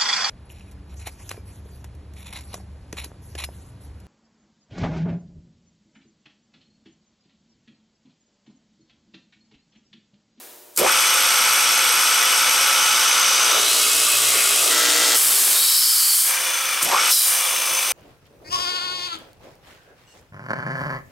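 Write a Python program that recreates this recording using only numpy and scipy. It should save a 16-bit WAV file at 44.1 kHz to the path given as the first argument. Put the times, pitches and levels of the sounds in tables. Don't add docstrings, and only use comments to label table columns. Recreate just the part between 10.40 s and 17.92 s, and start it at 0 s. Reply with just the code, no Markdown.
import sys
import numpy as np
from scipy import signal
from scipy.fft import rfft, irfft, next_fast_len
from scipy.io import wavfile
from scipy.ndimage import uniform_filter1d

SR = 44100
rng = np.random.default_rng(int(sys.argv[2]) if len(sys.argv) > 2 else 0)


def master(y):
    cut = np.clip(np.atleast_2d(y).T, -1, 1)
    pcm = np.round(cut * 32767)
    wavfile.write(sys.argv[1], SR, pcm.astype(np.int16))


N = 331664
T, SIZE = np.arange(N) / SR, next_fast_len(N + SR // 4)
HZ = np.fft.rfftfreq(SIZE, 1 / SR)

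MIDDLE, TOP, HIGH, ALL = (900, 3000), (5000, 12000), (7000, 15000), (40, 15000)
FULL_SPEED, MAINS_HZ = 59.87, 60

# on in seconds, off in seconds, spin-up in seconds, spin-up curvature,
# coasting loss in turns per s2, rattle in dB, howl peak in seconds, howl in dB, howl swell in dB per s
RUNS = [(.375, 4.76, .111, 2.1, 21, -21.2, .483, -15.5, 35),
        (6.425, 6.705, .165, 1.1, 11.6, -23.5, 6.545, -16, 250)]
# full in seconds, end in seconds, rasp in dB, strongest tone in dB,
# rise in dB per s, fall in dB per s
CUT = (3.34, 4.28, -17.5, -33, 42, 150)
RUBBING = (4.9, 5.18, -25, -44, 45, 70)


def amp(db):
    return 10 ** (np.asarray(db) / 20)


def read(points, hz):
    f, value = np.transpose(points)
    return np.interp(np.log(hz + 1), np.log(f + 1), value)


def held(full, end, db, rise_db_s, fall_db_s):
    return amp(db - rise_db_s * np.maximum(full - T, 0) - fall_db_s * np.maximum(T - end, 0))


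def stage(full, end, rasp_db, tone_db, rise_db_s, fall_db_s):
    rasp = held(full, end, rasp_db, rise_db_s, fall_db_s)
    return rasp, held(full, end, tone_db, rise_db_s, fall_db_s)


def drift(fastest_hz):
    at = np.arange(0, N + 256, 256) / SR
    rates = fastest_hz * np.linspace(.05, 1, 12)
    wander = sum(np.sin(2 * np.pi * (f * at + rng.random())) for f in rates)
    return np.interp(T, at, wander / np.sqrt(6))


def coloured(x, gain, band):
    z = rfft(x, SIZE) * gain
    inside = (HZ > band[0]) & (HZ < band[1])
    return irfft(z, SIZE)[:N] / np.sqrt(2 * np.sum(abs(z[inside]) ** 2) / SIZE / N)


def rings(modes):
    power = sum(amp(2 * db) / (1 + (2 * (HZ - hz) / width) ** 2) ** 2 for hz, width, db in modes)
    return np.sqrt(power)


def resonate(x, hz, width):
    turn, r = np.exp(2j * np.pi * np.cumsum(hz) / SR), np.exp(-np.pi * width / SR)
    smooth = signal.lfilter([1 - r], [1, -r], x / turn)
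    smooth = signal.lfilter([1 - r], [1, -r], smooth)
    return 2 * (turn * smooth).real


def fuzzy(hz, width):
    x = resonate(rng.standard_normal(N), hz, width)
    return x / x.std()


def bands(rows, width, rise_db_s, fall_db_s):
    total = 0
    for full, end, hz0, hz1, db in rows:
        glide = np.clip((T - full) / (end - full), -.3, 1.3)
        gain = held(full, end, db, rise_db_s, fall_db_s)
        total = total + gain * fuzzy(hz0 + (hz1 - hz0) * glide, width)
    return total


def turning(turns, throb, repeat, spiky_db):
    once = rfft(rng.standard_normal(512))
    once[:46] = 0
    pattern = irfft(once)[(turns % 1 * 512).astype(int)]
    spikes = amp(spiky_db * uniform_filter1d(rng.standard_normal(N), size=25) * 5)
    grit = spikes * rng.standard_normal(N)
    beat = 1 + throb * (np.cos(2 * np.pi * turns) + 0.68 * np.cos(4 * np.pi * turns + 1.06))
    return beat * (grit / grit.std() + repeat * pattern)


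def tones(orders, turns, waver_db):
    total = 0
    for multiple, db in orders:
        sine = np.sqrt(2) * np.sin(2 * np.pi * (multiple * turns + rng.random()))
        total = total + amp(db + waver_db * drift(16.)) * sine
    return total


def hits(events, gain, band, rise_s):
    shape = np.zeros(N)
    for s, db, t60 in events:
        after = np.maximum(T - s, 0)
        shape += amp(db - 60 * after / t60) * (1 - np.exp(-after / rise_s))
    return shape * coloured(rng.standard_normal(N), gain, band)


def shop():
    # time in seconds, level in dB
    murmur_level = [(0, -42.5), (.15, -46.5), (.355, -51.5)]
    # frequency in Hz, gain in dB
    murmur_tone = [(24, -59), (40, -37), (114, -38), (166, -18), (353, -1.5), (526, -7), (596, -15),
                   (659, -6), (2420, -23), (14700, -11), (15800, -14)]
    # time in seconds, level in dB
    hiss_level = [(0.0, -42), (0.355, -53.5)]
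    # frequency in Hz, rms level in dB
    hum_lines = [(120, -74), (298, -67), (360, -62), (478, -63), (598, -58), (958, -63)]
    murmur = coloured(rng.standard_normal(N), amp(read(murmur_tone, HZ)), ALL)
    murmur = amp(np.interp(T, *np.transpose(murmur_level))) * murmur
    hiss = coloured(rng.standard_normal(N), np.clip(HZ / 1500, 0, 1), ALL)
    hiss = amp(np.interp(T, *np.transpose(hiss_level))) * hiss
    hum = sum(amp(db) * np.sqrt(2) * np.sin(2 * np.pi * (hz * T + rng.random())) for hz, db in hum_lines)
    return murmur + hiss + hum


def knocks():
    # start in seconds, level in dB before the soft rise, time to fall 60 dB in seconds
    table_knocks = [(0.399, -21, 0.31), (6.419, -27, 0.3), (7.305, -27, 0.12)]
    return hits(table_knocks, rings([(150, 90, 8), (315, 220, 13)]), ALL, rise_s=0.024)


def clicks():
    # start in seconds, level in dB before the rise
    click_times = [(0.3621, -20), (0.3743, -7), (0.3874, -11), (4.7514, -11), (6.4268, -10), (6.4464, -14),
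                   (6.6963, -14), (6.7084, -17)]
    # frequency in Hz, gain in dB
    click_tone = [(500, -50), (2000, -38), (4500, -2.5), (7000, 3), (12000, 1), (15800, -3)]
    events = [(s, db, .035) for s, db in click_times]
    return hits(events, amp(read(click_tone, HZ)), ALL, rise_s=0.00038)


def air():
    # full in seconds, valve shut in seconds, hiss in dB, rise in dB per s,
    # fall in dB per s, pressure from 0 to 1
    vents = [(.393, .397, -15, 800, 580, .4), (4.768, 5.8, -9, 800, 120, .58),
             (5.4, 5.82, -7.5, 30, 240, .08), (6.427, 6.43, -17, 2000, 330, .6),
             (6.728, 6.775, -6.5, 550, 130, .1), (6.716, 6.87, -17.5, 2000, 75, .55)]
    # full in seconds, end in seconds, start in Hz, end in Hz, dB over the hiss
    whistles = [(5.33, 5.56, 5200, 5050, -8), (5.2, 5.5, 4400, 4600, -10), (5.6, 5.73, 4520, 4480, -8.5),
                (5.2, 5.36, 3800, 3950, -10), (6.73, 6.78, 5150, 5040, -7.5), (6.73, 6.77, 5700, 5600, -12),
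                (6.73, 6.82, 4030, 3950, -10), (6.8, 6.95, 9350, 9250, -5), (5.72, 5.92, 9050, 9000, -9)]
    # frequency in Hz, gain in dB
    blast_tone = [(100, -70), (650, -20), (1100, 4), (1290, 7.5), (2620, -4.5), (4630, 0), (5990, -18),
                  (7570, 13.5), (10500, 11.5), (12600, 10), (15800, -16)]
    soft_tone = [(100, -75), (650, -29), (1100, -20), (2810, -16), (3070, -2.5), (3470, -11), (3750, -10),
                 (5070, 0.5), (5600, -4), (12200, -1), (15800, -6)]
    turbulence = amp(1.1 * uniform_filter1d(rng.standard_normal(N), size=36) * 6)
    jet = turbulence * rng.standard_normal(N)
    flows = np.array([held(*row[:5]) for row in vents])
    pressure = np.transpose(vents)[5]
    blast = pressure @ flows * coloured(jet, amp(read(blast_tone, HZ)), HIGH)
    soft = (1 - pressure) @ flows * coloured(jet, amp(read(soft_tone, HZ)), HIGH)
    whistling = flows.sum(0) * bands(whistles, width=380.0, rise_db_s=90., fall_db_s=120.)
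    return blast + soft + whistling


def panel(turns, chips):
    # peak in seconds, rumble in dB
    shudders = [(3.165, -27.5), (3.96, -34), (4.28, -32)]
    cut, _ = stage(*CUT)
    rubbing, _ = stage(*RUBBING)
    biting = cut / cut.max()
    shake = amp(-44) * biting + amp(-7) * rubbing
    shake = shake + sum(held(s, s, db, rise_db_s=85, fall_db_s=70) for s, db in shudders)
    rumble = shake * coloured(chips, rings([(410, 144, 0), (630, 230, -2)]), ALL)
    throb = amp(-60) * biting + held(3.85, 3.85, -48, rise_db_s=35, fall_db_s=70)
    return rumble + throb * tones([(2, 0)], turns, waver_db=4.0)


def shearing(turns, chips):
    # frequency in Hz, gain in dB
    cut_tone = [(24, -65), (40, -50), (596, -18.5), (825, -10.5), (1260, -2.5), (1880, -6), (2540, -4),
                (5670, -1), (7650, -0.5), (12300, -4.5), (15800, -15)]
    # frequency in Hz, width in Hz, gain in dB
    cut_ring = [(2630, 32, 3), (3240, 200, 0), (3900, 170, -1), (4960, 230, -4), (7860, 410, 1),
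                (8650, 540, -2), (9700, 580, 0), (12140, 200, 1), (13500, 1300, -21)]
    # multiple of the shaft speed, level in dB
    cut_orders = [(4, -23), (5, -18), (7, -15), (8, -13), (10, -10), (11, -14), (19, -8), (20, -5),
                  (21, -5), (22, -6), (24, -7), (25, -9), (36, -10), (37, -6), (42, -9), (43, 0), (44, -5),
                  (48, -8), (49, -7)]
    # full in seconds, end in seconds, start in Hz,
    # end in Hz, level in dB
    chatter = [(3.14, 3.36, 3650, 4250, -25), (3.95, 4.0, 2180, 2190, -23.5)]
    rasp_gain, tone_gain = stage(*CUT)
    rasp = coloured(chips, amp(read(cut_tone, HZ)), TOP) + 0.35 * coloured(chips, rings(cut_ring), TOP)
    return (rasp_gain * rasp + tone_gain * tones(cut_orders, turns, waver_db=4.5)
            + bands(chatter, width=520.0, rise_db_s=110., fall_db_s=70.))


def scraping(turns):
    bottom = (4.31, 4.76, -24.5, -27, 700, 2000)
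    # frequency in Hz, gain in dB
    bottom_tone = [(24, -69), (40, -48), (189, -31), (296, -11), (420, -9), (476, -13), (1060, -3.5),
                   (1330, -3.5), (1540, -3), (7650, -3.5), (15800, -15)]
    # frequency in Hz, width in Hz, gain in dB
    bottom_ring = [(3280, 65, -6), (3690, 24, 2), (5370, 84, -1), (6450, 190, -20), (7160, 52, -6),
                   (8750, 35, 9), (9300, 31, 1), (12100, 320, -13)]
    # multiple of the shaft speed, level in dB
    bottom_orders = [(2, -30), (4, -18), (5, -8), (6, -17), (7, -13), (8, -5), (9, -13), (10, -7), (11, -9),
                     (12, -14), (15, -13), (20, -12), (22, 0), (23, -4), (24, -8), (25, -11), (27, -6),
                     (30, -11), (31, -7), (32, -7), (33, 0), (35, -6), (39, -9), (44, -9)]
    dust = turning(turns, throb=0.08, repeat=0.88, spiky_db=5.0)
    scrape = 1.47 * coloured(dust, amp(read(bottom_tone, HZ)), MIDDLE)
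    scrape = scrape + 0.76 * coloured(dust, rings(bottom_ring), ALL)
    bottom_gain, tone_gain = stage(*bottom)
    rubbing, rub_gain = stage(*RUBBING)
    tone_gain = tone_gain * held(bottom[1], bottom[1], 0, rise_db_s=7, fall_db_s=0)
    rub_orders = [(2, -9), (4, -7), (5, 0), (8, -8), (10, -8), (14, -7)]
    return ((bottom_gain + rubbing) * scrape + tone_gain * tones(bottom_orders, turns, waver_db=2.0)
            + rub_gain * tones(rub_orders, turns, waver_db=3.))


def bits(turns):
    chips = turning(turns, throb=0.13, repeat=0.55, spiky_db=0.0)
    return shearing(turns, chips) + scraping(turns) + panel(turns, chips)


def shaft():
    # time in seconds, loss in turns per s
    sag = [(.5, 0), (3.3, .07), (3.6, .67), (3.75, .62), (4.0, 1.12), (4.2, .92), (4.3, .22), (4.76, .17),
           (6.4, 0)]
    speed = np.full(N, 10.)
    for on, off, spin, curve, loss, *_ in RUNS:
        start = speed[int(on * SR)]
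        run = start + (FULL_SPEED - start) * np.clip((T - on) / spin, 0, 1) ** curve
        coast = loss * np.maximum(T - off, 0)
        rub = 6.5 * np.clip(T - off, 0, max(RUBBING[1] - off, 0))
        speed = np.where(T >= on, run - coast - rub, speed)
    return uniform_filter1d(speed, size=800) - np.interp(T, *np.transpose(sag))


def gear_levels(speed):
    lack = FULL_SPEED - speed
    switch_db_s = 2500
    damped_s = 3.13
    still = held(0, damped_s, 0, 0, fall_db_s=55)
    rattle = tone = howl = coasting = 0
    next_on = [RUNS[1][0], N / SR]
    for (on, off, _, _, _, rattle_db, peak, howl_db, swell), after in zip(RUNS, next_on):
        live = held(on + .004, off, 0, switch_db_s, switch_db_s) * (still if on < damped_s else 1)
        grip = held(on + .03, off, 0, 500, 0)
        rattle = rattle + live * amp(rattle_db - .18 * lack)
        arrival = held(peak, peak + .02, -25, rise_db_s=250, fall_db_s=260)
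        tone = tone + live * (amp(rattle_db - 6 - .6 * lack) + arrival)
        howl = howl + live * grip * (held(peak, peak, howl_db, swell, fall_db_s=330) + amp(-42))
        coasting = coasting + held(off, after, 0, switch_db_s, switch_db_s)
    loose = coasting * amp(-26 - .06 * lack)
    return rattle, loose, tone, coasting * amp(-39 - .4 * lack), howl


def driven_rattle(turns):
    # time in seconds, depth from 0 up to 1 down
    head = [(0, 0), (2.2, .1), (2.7, 0.36), (5.3, 1), (5.8, 0)]
    # frequency in Hz, gain in dB
    drive_tone = [(24, -78), (40, -41), (868, -9.5), (983, -6), (1330, -5.5), (1840, -8.5), (2250, -4),
                  (4200, -8.5), (5670, -4.5), (6750, -10.5), (8450, -7), (12000, -18), (15800, -25)]
    # frequency in Hz, width in Hz, gain in dB
    up_ring = [(513, 40, -4.5), (850, 44, -2.5), (1410, 270, 2), (2247, 160, 3.5), (2498, 60, 7.5),
               (2963, 110, 4), (3430, 140, 2), (5500, 140, 1), (6180, 110, 6.5), (8280, 270, 4),
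               (9300, 200, 0.5), (11630, 200, 4.5)]
    low_ring = [(1220, 220, -7), (2510, 39, -13), (3030, 260, -4), (3710, 140, -0.5), (4900, 270, -6),
                (5840, 87, 5.5), (6240, 84, 8.5), (7100, 37, -13), (8300, 100, -27)]
    driven = turning(turns, throb=0.11, repeat=0.49, spiky_db=1.5)
    sunk = np.interp(T, *np.transpose(head))
    ring = .5 * (1 - sunk) * coloured(driven, rings(up_ring), MIDDLE)
    ring = ring + .5 * sunk * coloured(driven, rings(low_ring), MIDDLE)
    halves = 2 * turns
    chance_db = 4.4 * rng.standard_normal(1024).clip(-2, 2)[halves.astype(int)]
    rasps = amp(chance_db - 30 * (halves % 1)) * rng.standard_normal(N)
    ticking = amp(-6.5) * (1 - 0.64 * sunk) * coloured(rasps, rings([(12100, 1900, 0)]), ALL)
    return 1.07 * coloured(driven, amp(read(drive_tone, HZ)), MIDDLE) + ring + ticking


def loose_rattle(turns):
    # frequency in Hz, gain in dB
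    coast_tone = [(24, -79), (40, -47), (410, -14), (526, -16.5), (728, -7.5), (1140, -5), (1700, -4.5),
                  (2420, -5), (4200, -8), (6110, -3.5), (6750, -9.5), (8890, -5), (15800, -13)]
    # frequency in Hz, width in Hz, gain in dB
    coast_ring = [(527, 34, 2), (1076, 260, -4.5), (1330, 100, -1), (2373, 150, 4), (2950, 190, -3.5),
                  (3450, 105, 2), (5500, 200, -13), (6180, 67, 9.5), (9000, 610, -1), (11940, 390, -5)]
    loose = turning(turns, throb=0.088, repeat=0.68, spiky_db=-2.5)
    rattle = 0.88 * coloured(loose, amp(read(coast_tone, HZ)), MIDDLE)
    return rattle + .5 * coloured(loose, rings(coast_ring), MIDDLE)


def shaft_whine(speed, turns):
    # multiple of the shaft speed, level in dB
    drive_orders = [(4, -27), (6, -23), (8, -21), (9, -15), (12, -19), (14, -14), (15, -11), (18, -15),
                    (19, -11), (20, -8), (21, -8), (22, 0), (23, -6), (24, -5), (25, -6), (29, -12),
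                    (33, -10), (37, -10), (38, -11), (42, -11), (43, -7)]
    low = [row for row in drive_orders if row[0] <= 26]
    high = [row for row in drive_orders if row[0] > 26]
    tuned = (speed / MAINS_HZ) ** 14
    return tones(low, turns, waver_db=2.1) + tuned * tones(high, turns, waver_db=2.5)


def mesh_howl(speed):
    teeth = 22
    mesh = fuzzy(teeth * speed, width=520.0)
    mesh = mesh + sum(1.6 * resonate(mesh, np.full(N, frame_hz), 96.0) for frame_hz in (370., 530.))
    mesh = mesh + .35 * fuzzy(2 * teeth * speed, width=700.)
    return mesh * (1 + 0.49 * np.cos(2 * np.pi * MAINS_HZ * T))


def gearbox(speed, turns):
    # multiple of the shaft speed, level in dB
    coast_orders = [(12, -6), (20, -3), (22, 0)]
    driven_gain, loose_gain, whine_gain, coast_gain, howl_gain = gear_levels(speed)
    tonal = whine_gain * shaft_whine(speed, turns) + howl_gain * mesh_howl(speed)
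    tonal = tonal + coast_gain * tones(coast_orders, turns, waver_db=3.)
    tonal = signal.lfilter(*signal.butter(2, 220, "high", fs=SR), tonal)
    return driven_gain * driven_rattle(turns) + loose_gain * loose_rattle(turns) + tonal


def patchy(x, patchy_db, flicker_db):
    hz, _, z = signal.stft(x, SR, nperseg=512, noverlap=384)
    field = uniform_filter1d(rng.standard_normal(z.shape), size=6, axis=0)
    field = uniform_filter1d(field, size=20, axis=1)
    shared = uniform_filter1d(rng.standard_normal(z.shape[1]), size=8)
    flicker = np.outer(np.clip(hz / 9000, 0, 1), shared / shared.std())
    db = patchy_db * field / field.std() + flicker_db * flicker
    return signal.istft(z * amp(db), SR, nperseg=512, noverlap=384)[1][:N]


def two_ports(x):
    # frequency in Hz, likeness from 0 to 1
    same = [(60, 0.99), (180, 0.99), (550, 0.44), (1650, 0.87), (4970, 0.92), (8000, .975), (15000, 1)]
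    # frequency in Hz, lead in rad
    lead = [(0, 0.94), (260, 0.63), (600, 0.13), (1380, 0), (2840, 0), (16100, -0.0)]
    # frequency in Hz, level in dB
    lean = [(60, 0.13), (180, -1.4), (550, -0.097), (1650, 1.0), (4970, 0.5), (15000, 0.4)]
    z = rfft(x, SIZE)
    echo = rng.standard_normal(11000) * amp(-60 * np.arange(11000) / SR / 0.24)
    unlike = np.sqrt((1 - np.clip(read(same, HZ), 0, 1)) / 2)
    unlike = unlike * rfft(echo / np.linalg.norm(echo), SIZE)
    tilt = amp(read(lean, HZ) / 2) * np.exp(.5j * read(lead, HZ))
    return irfft(np.array([z * (1 + unlike) * tilt, z * (1 - unlike) / tilt]), SIZE)[:, :N]


def scene():
    speed = shaft()
    turns = np.cumsum(speed) / SR
    machine = patchy(gearbox(speed, turns) + bits(turns) + air(), patchy_db=0.5, flicker_db=0.59)
    return two_ports(machine + clicks() + knocks() + shop())


def record(dry):
    limit_db, limit_s, knee = -13.1, .008, 3.5
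    thin = signal.lfilter(*signal.butter(1, 90, "high", fs=SR), dry)
    r = np.exp(-1 / (limit_s * SR))
    over = signal.lfilter([1 - r], [1, -r], (thin ** 2).mean(0)) / amp(2 * limit_db)
    ducked = thin / (1 + over ** knee) ** (.5 / knee)
    rounded = 0.84 * np.tanh(ducked / 1.123)
    lowpass = signal.firwin(511, 15850, window=("kaiser", 9), fs=SR)
    return signal.oaconvolve(rounded, lowpass[None], "same")


dry = scene()
out = record(dry)
master(out)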